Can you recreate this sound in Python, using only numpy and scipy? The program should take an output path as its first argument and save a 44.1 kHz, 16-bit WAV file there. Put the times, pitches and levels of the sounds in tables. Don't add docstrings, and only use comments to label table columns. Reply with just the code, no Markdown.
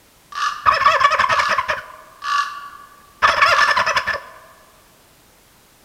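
import sys
import numpy as np
from scipy import signal
from scipy.fft import rfft, irfft
from scipy.io import wavfile
from scipy.ndimage import uniform_filter1d

SR = 44100
rng = np.random.default_rng(int(sys.argv[2]) if len(sys.argv) > 2 else 0)


def voltage_ratio(level):
    return 10 ** (np.asarray(level, float) / 20)


def wav_record(signal):
    frames = np.transpose(np.atleast_2d(signal))
    bounded = np.clip(frames, -1, 1)
    quanta = np.round(bounded * 32767).astype(np.int16)
    wavfile.write(sys.argv[1], SR, quanta)


N = 257544
T = np.arange(N) / SR

# (frequency [Hz], relative density [dB per Hz])
HISS_SPECTRUM = [(12, -30), (20, 1), (98, -2.5), (266, -5), (705, -8), (1540, -11), (1870, -12.5),
                 (2270, -13.5), (4950, -16), (15500, -19.5)]
# (first pulse [s], first gap [s], last gap [s], gaps [count], level [dB])
CROAKS = [(.366, .0095, .0242, 7, -15), (1.327, .0135, .0245, 8, -16), (2.24, .0125, .0255, 10, -16.5),
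          (3.51, .017, .0245, 7, -14.5)]
# (time [s], level [dB])
LEAD_CLICKS = [(0.322, -29), (0.341, -38), (0.353, -21.5), (2.22, -30.5)]
# (frequency [Hz], level [dB], swell time at a 24 ms gap [s])
CROAK_MODES = [(580, -33, 0.019), (1181.4, 1.5, 0.021), (1424, -1, 0.002), (1707, -5.5, 0.0061),
               (2805, -4, 0.0012)]
# (frequency [Hz], time to fall 60 dB [s])
WOOD_T60 = [(300, 0.46), (650, 2.15), (1150, 1.526), (2000, 1.21), (5500, 0.88), (12000, 0.95)]
# (frequency [Hz], relative density [dB per Hz])
CHEST_SPECTRUM = [(30, -23), (62, -1), (120, -1.5), (160, -16), (210, -3.5), (270, -22), (500, -38.5)]
# (frequency [Hz], gain [dB])
THROAT = [(330, -20), (470, -15.5), (640, -3), (790, -15.5), (980, 2), (1170, -0.5), (1480, -1), (1750, -4),
          (1970, -8.5), (2560, -5.5), (3300, -16), (4200, -23), (5260, -15.5), (7000, -32.5),
          (15000, -52.5)]
# (frequency [Hz], half width [Hz], gain [dB])
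WINDPIPE = [(597, 43, 3), (1756, 55, 10), (3400, 41, 9.5), (5164, 144, 6.5)]
# (time [s], length [s], level [dB], tilt [dB per octave])
RASPS = [(0.655, 0.024, -17.5, -13), (0.698, 0.032, -19.5, -10.5), (1.201, 0.023, -20.5, -2),
         (1.285, 0.051, -18.5, 2), (1.484, 0.038, -20.5, 0), (1.681, 0.036, -20, -3),
         (3.219, 0.037, -16, -4), (3.27, 0.033, -14.5, 14.5), (3.359, 0.03, -20.5, 5),
         (3.602, 0.02, -16.5, 15), (3.668, 0.038, -17.5, 18.5), (3.784, 0.026, -17.5, 14),
         (3.859, 0.021, -21, 3), (3.986, 0.011, -28, 6), (4.059, 0.06, -20, -0.5), (4.125, 0.017, -26, 1.5)]
# (time [s], length [s], pitch it falls towards [Hz], level [dB], odd harmonics of half the pitch [dB])
CRIES = [(0.668, 0.027, 1115, -9.5, -19), (3.237, 0.024, 1049, -11, -8.5)]
# (time [s], length [s], top pitch [Hz], level [dB], tilt at the top [dB per octave])
HOOTS = [(0.713, 0.07, 656, -18.5, -1), (0.871, .1, 666.3, -15, -1), (1.104, 0.051, 645, -16.5, -1.5),
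         (1.309, 0.036, 659, -18.5, -1), (1.392, 0.014, 582, -17, 1), (1.504, 0.036, 651, -18, -1.5),
         (1.695, 0.044, 626.4, -21.5, -3), (3.289, 0.061, 683, -20, 0), (3.382, 0.017, 580, -19, -2),
         (3.448, .096, 714.4, -14, 0.5), (3.62, .023, 590, -16, 1.5), (3.703, 0.017, 580, -15, 0.5),
         (3.872, 0.044, 666, -17.5, -0.5), (3.967, .018, 562.5, -15.5, 2.5), (4.14, 0.023, 576, -25, -9)]
# (time [s], length [s], pitch it falls towards [Hz], level [dB], odd harmonics of half the pitch [dB])
YAPS = [(0.795, 0.046, 1073, -19, -7.5), (0.843, 0.046, 1118, -11.5, -12.5), (0.991, 0.041, 1059, -17, -5),
        (1.028, 0.037, 1128, -11, 0), (1.18, 0.035, 1039, -16, 3.5), (1.222, 0.027, 1045, -15, -16),
        (1.369, 0.027, 994, -19, -13), (1.411, 0.028, 1080, -22.5, -4), (1.57, 0.033, 996, -16.5, -25.5),
        (1.605, 0.011, 1050, -33.5, -22), (1.767, 0.034, 1457, -29, -8), (3.407, 0.044, 1105, -10.5, -8),
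        (3.572, 0.027, 1065, -15, -5.5), (3.753, 0.035, 989, -16, -11), (3.799, .026, 956, -21, -31),
        (3.944, 0.033, 1000, -18.5, -9)]

FLAP_HZ = 207.3
RASP_HZ = 573.6
HOOT_START_HZ, HOOT_END_HZ = 590, 469.3
CRY_START_HZ, CRY_SAG_S, CRY_SWELL_DB, CRY_TILT_DB = 1329, 0.018, 0.5, -8.5
YAP_START_HZ, YAP_PLUNGE_S, YAP_FADE_DB, YAP_TILT_DB = 1760.6, 0.011, -8.5, -4


def level(x, db):
    return x * voltage_ratio(db) / np.sqrt(np.mean(x ** 2))


def colour(points, size):
    hz, db = np.transpose(points)
    bins_hz = np.fft.rfftfreq(size, 1 / SR)
    return voltage_ratio(np.interp(np.log(bins_hz + 1), np.log(hz), db))


def coloured_noise(points):
    return irfft(rfft(rng.standard_normal(N)) * colour(points, N), N)


def band(x, lo_hz, hi_hz):
    return signal.sosfilt(signal.butter(2, [lo_hz, hi_hz], "band", fs=SR, output="sos"), x)


def add(out, s, x):
    i = int(s * SR)
    out[i:i + len(x)] += x


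def slow(noise, size):
    return uniform_filter1d(noise, size=size, axis=-1) * np.sqrt(size)


def ramp(u, attack, release):
    return np.clip(np.minimum(u / attack, (1 - u) / release), 0, 1)


def microphone_hiss():
    return level(coloured_noise(HISS_SPECTRUM), -51)


def croak_pulse(length, hold):
    t = np.arange(int(length * SR)) / SR
    hz, db, swell = np.transpose(CROAK_MODES)[:, :, None]
    detune, uneven_db = rng.standard_normal((2, len(hz), 1))
    rise = t / (hold * swell)
    swelling = voltage_ratio(db + uneven_db) * rise * np.exp(1 - rise)
    ring = swelling * np.sin(2 * np.pi * hz * (1 + 0.018 * detune) * t)
    air = rng.standard_normal(len(t))
    burst = band(band(air * np.exp(-t / 0.00792), 3260, 6100), 2524, 6300)
    fizz = band(air * np.exp(-t / 0.024), 4770, 10200)
    click = level(burst, -14.5) + level(fizz, -30)
    choke = np.clip((length - t) / 0.00307, 0, 1)
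    return (ring.sum(axis=0) + click) * choke


def croaks():
    out = np.zeros(N)
    for s, db in LEAD_CLICKS:
        add(out, s, voltage_ratio(db) * croak_pulse(0.014, 0.23))
    for s, first_gap, last_gap, count, db in CROAKS:
        gaps = np.linspace(first_gap, last_gap, count)
        times = s + np.cumsum(np.r_[0, gaps])
        swell_db = -7 * np.clip(1 - (times - s) / 0.059, 0, 1) - 4 * (times == times[-1])
        scatter_db = 0.8 * rng.standard_normal(count + 1)
        lengths = np.r_[gaps, 0.012]
        for t, length, size_db in zip(times, lengths, swell_db + scatter_db):
            add(out, t, voltage_ratio(db + size_db) * croak_pulse(length, length / 0.024))
    return out


def wood(x, early_db, late_db, early_s, stretch):
    t = T[:int(2.5 * SR)]
    hz, t60 = np.transpose(WOOD_T60)
    early_noise, late_noise = rng.standard_normal((2, len(t)))
    late = np.zeros(len(t))
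    for lo in 150 * 2 ** (np.arange(13) / 2):
        band_t60 = stretch * np.interp(np.log(lo * 2 ** (1 / 4)), np.log(hz), t60)
        late += band(late_noise, lo, np.sqrt(2) * lo) * voltage_ratio(-60 * t / band_t60)
    late *= np.clip(t / 0.027, 0, 1)
    early = early_noise * np.exp(-t / early_s) * np.clip(t / 0.0079, 0, 1)
    echo = voltage_ratio(late_db) * late / np.linalg.norm(late) + voltage_ratio(early_db) * early / np.linalg.norm(early)
    return x + signal.fftconvolve(x, echo)[:N]


def chest_rumble(effort):
    return level(coloured_noise(CHEST_SPECTRUM), -36.5) * uniform_filter1d(effort, size=1500)


def throat_response(size=2048):
    f = np.fft.rfftfreq(size, 1 / SR)
    peaks_db = sum(db / (1 + ((f - hz) / width) ** 2) for hz, width, db in WINDPIPE)
    cepstrum = irfft(np.log(colour(THROAT, size) * voltage_ratio(peaks_db)))
    cepstrum[1:size // 2] *= 2
    cepstrum[size // 2 + 1:] = 0
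    return irfft(np.exp(rfft(cepstrum)))[:size // 2]


def voice(hz, tilt_db, half_db, root_db, rough, shape, throat):
    waver, hiss = rng.standard_normal((2, len(hz)))
    chance = rng.standard_normal((22, len(hz)))
    phase = 2 * np.pi * np.cumsum(hz * (1 + 0.1334 * rough * slow(waver, size=60))) / SR
    k = np.arange(1, 23)[:, None]
    patchy_db = (6 * rough + 1.69 * np.log2(k)) * slow(chance, size=400)
    gains = voltage_ratio(tilt_db * np.log2(k) + half_db * (k % 2) + root_db * (k == 1) + patchy_db)
    tone = np.sum(gains * np.cos(k * phase + 2 * chance[:, :1]), axis=0)
    dull = np.clip(0.6 - 0.021 * np.mean(tilt_db), 0, 0.95)
    puffs = signal.lfilter([1], [1, -dull], hiss) * (1 + 0.22 * np.cos(phase))
    source = (1 - rough) * level(tone, 0) + 0.8 * rough * level(puffs, 0)
    flap_depth = np.clip(0.7 * rough - 0.1, 0, 1)
    flap = 1 + flap_depth * np.cos(2 * np.pi * FLAP_HZ * T[:len(hz)] + 2 * hiss[0])
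    return signal.fftconvolve(source * flap * shape, throat)


def rasps(out, effort, throat):
    for s, length, db, tilt_db in RASPS:
        u = np.linspace(0, 1, int(length * SR))
        hz = RASP_HZ * (1.04 - 0.0825 * u)
        note = voice(hz, tilt_db, 4.5, -35.0, 0.48, ramp(u, 0.31, 0.11), throat)
        add(out, s, level(note, db))
        add(effort, s, 1.64 * np.hanning(len(u)))


def falling_notes(out, effort, throat, rows, start_hz, fall_s, change_db, tilt_db):
    for s, length, end_hz, db, half_db in rows:
        u = np.linspace(0, 1, int(length * SR))
        glide = np.exp(-(u * length / fall_s) ** 2)
        hz = end_hz + (start_hz - end_hz) * glide
        shape = ramp(u, 0.029, 0.19) * voltage_ratio(-24 * (hz / end_hz - 1) + change_db * u)
        note = voice(hz / 2, tilt_db - 3 * glide, half_db, -13.5, 0.21, shape, throat)
        add(out, s, level(note, db))
        add(effort, s, 1.36 * np.hanning(len(u)))


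def hoots(out, effort, throat):
    for s, length, top_hz, db, bright_db in HOOTS:
        u = np.linspace(0, 1, int(length * SR))
        rise = np.clip(1 - u / 0.55, 0, 1) ** 1.3
        fall = np.clip((u - 0.55) / 0.45, 0, 1) ** 1.4
        hz = top_hz + (HOOT_START_HZ - top_hz) * rise + (HOOT_END_HZ - top_hz) * fall
        tilt_db = bright_db - 10 * (u - 0.55) ** 2 - 3.9 * fall
        root_db = 11 * fall - 5
        shape = ramp(u, 0.093, 0.045) * voltage_ratio(3.4 * fall)
        note = voice(hz, tilt_db, 0, root_db, 0.11, shape, throat)
        add(out, s, level(note, db))
        add(effort, s, 0.86 * np.hanning(len(u)))


def gobbles():
    out, effort, throat = np.zeros(N), np.zeros(N), throat_response()
    rasps(out, effort, throat)
    falling_notes(out, effort, throat, CRIES, CRY_START_HZ, CRY_SAG_S, CRY_SWELL_DB, CRY_TILT_DB)
    hoots(out, effort, throat)
    falling_notes(out, effort, throat, YAPS, YAP_START_HZ, YAP_PLUNGE_S, YAP_FADE_DB, YAP_TILT_DB)
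    return out, chest_rumble(effort)


def scene():
    far = wood(croaks(), early_db=-4.5, late_db=-7.5, early_s=0.045, stretch=0.95)
    notes, chest = gobbles()
    near = wood(notes, early_db=-10.0, late_db=-16.5, early_s=0.029, stretch=1.0)
    return (near + chest + far)[None]


def roll_off(x):
    return signal.sosfilt(signal.butter(12, 15690, fs=SR, output="sos"), x)


def record(dry):
    rounded = np.tanh(0.78 * dry) / 0.96
    mix = rounded + microphone_hiss()
    return roll_off(mix)


dry = scene()
out = record(dry)
wav_record(out)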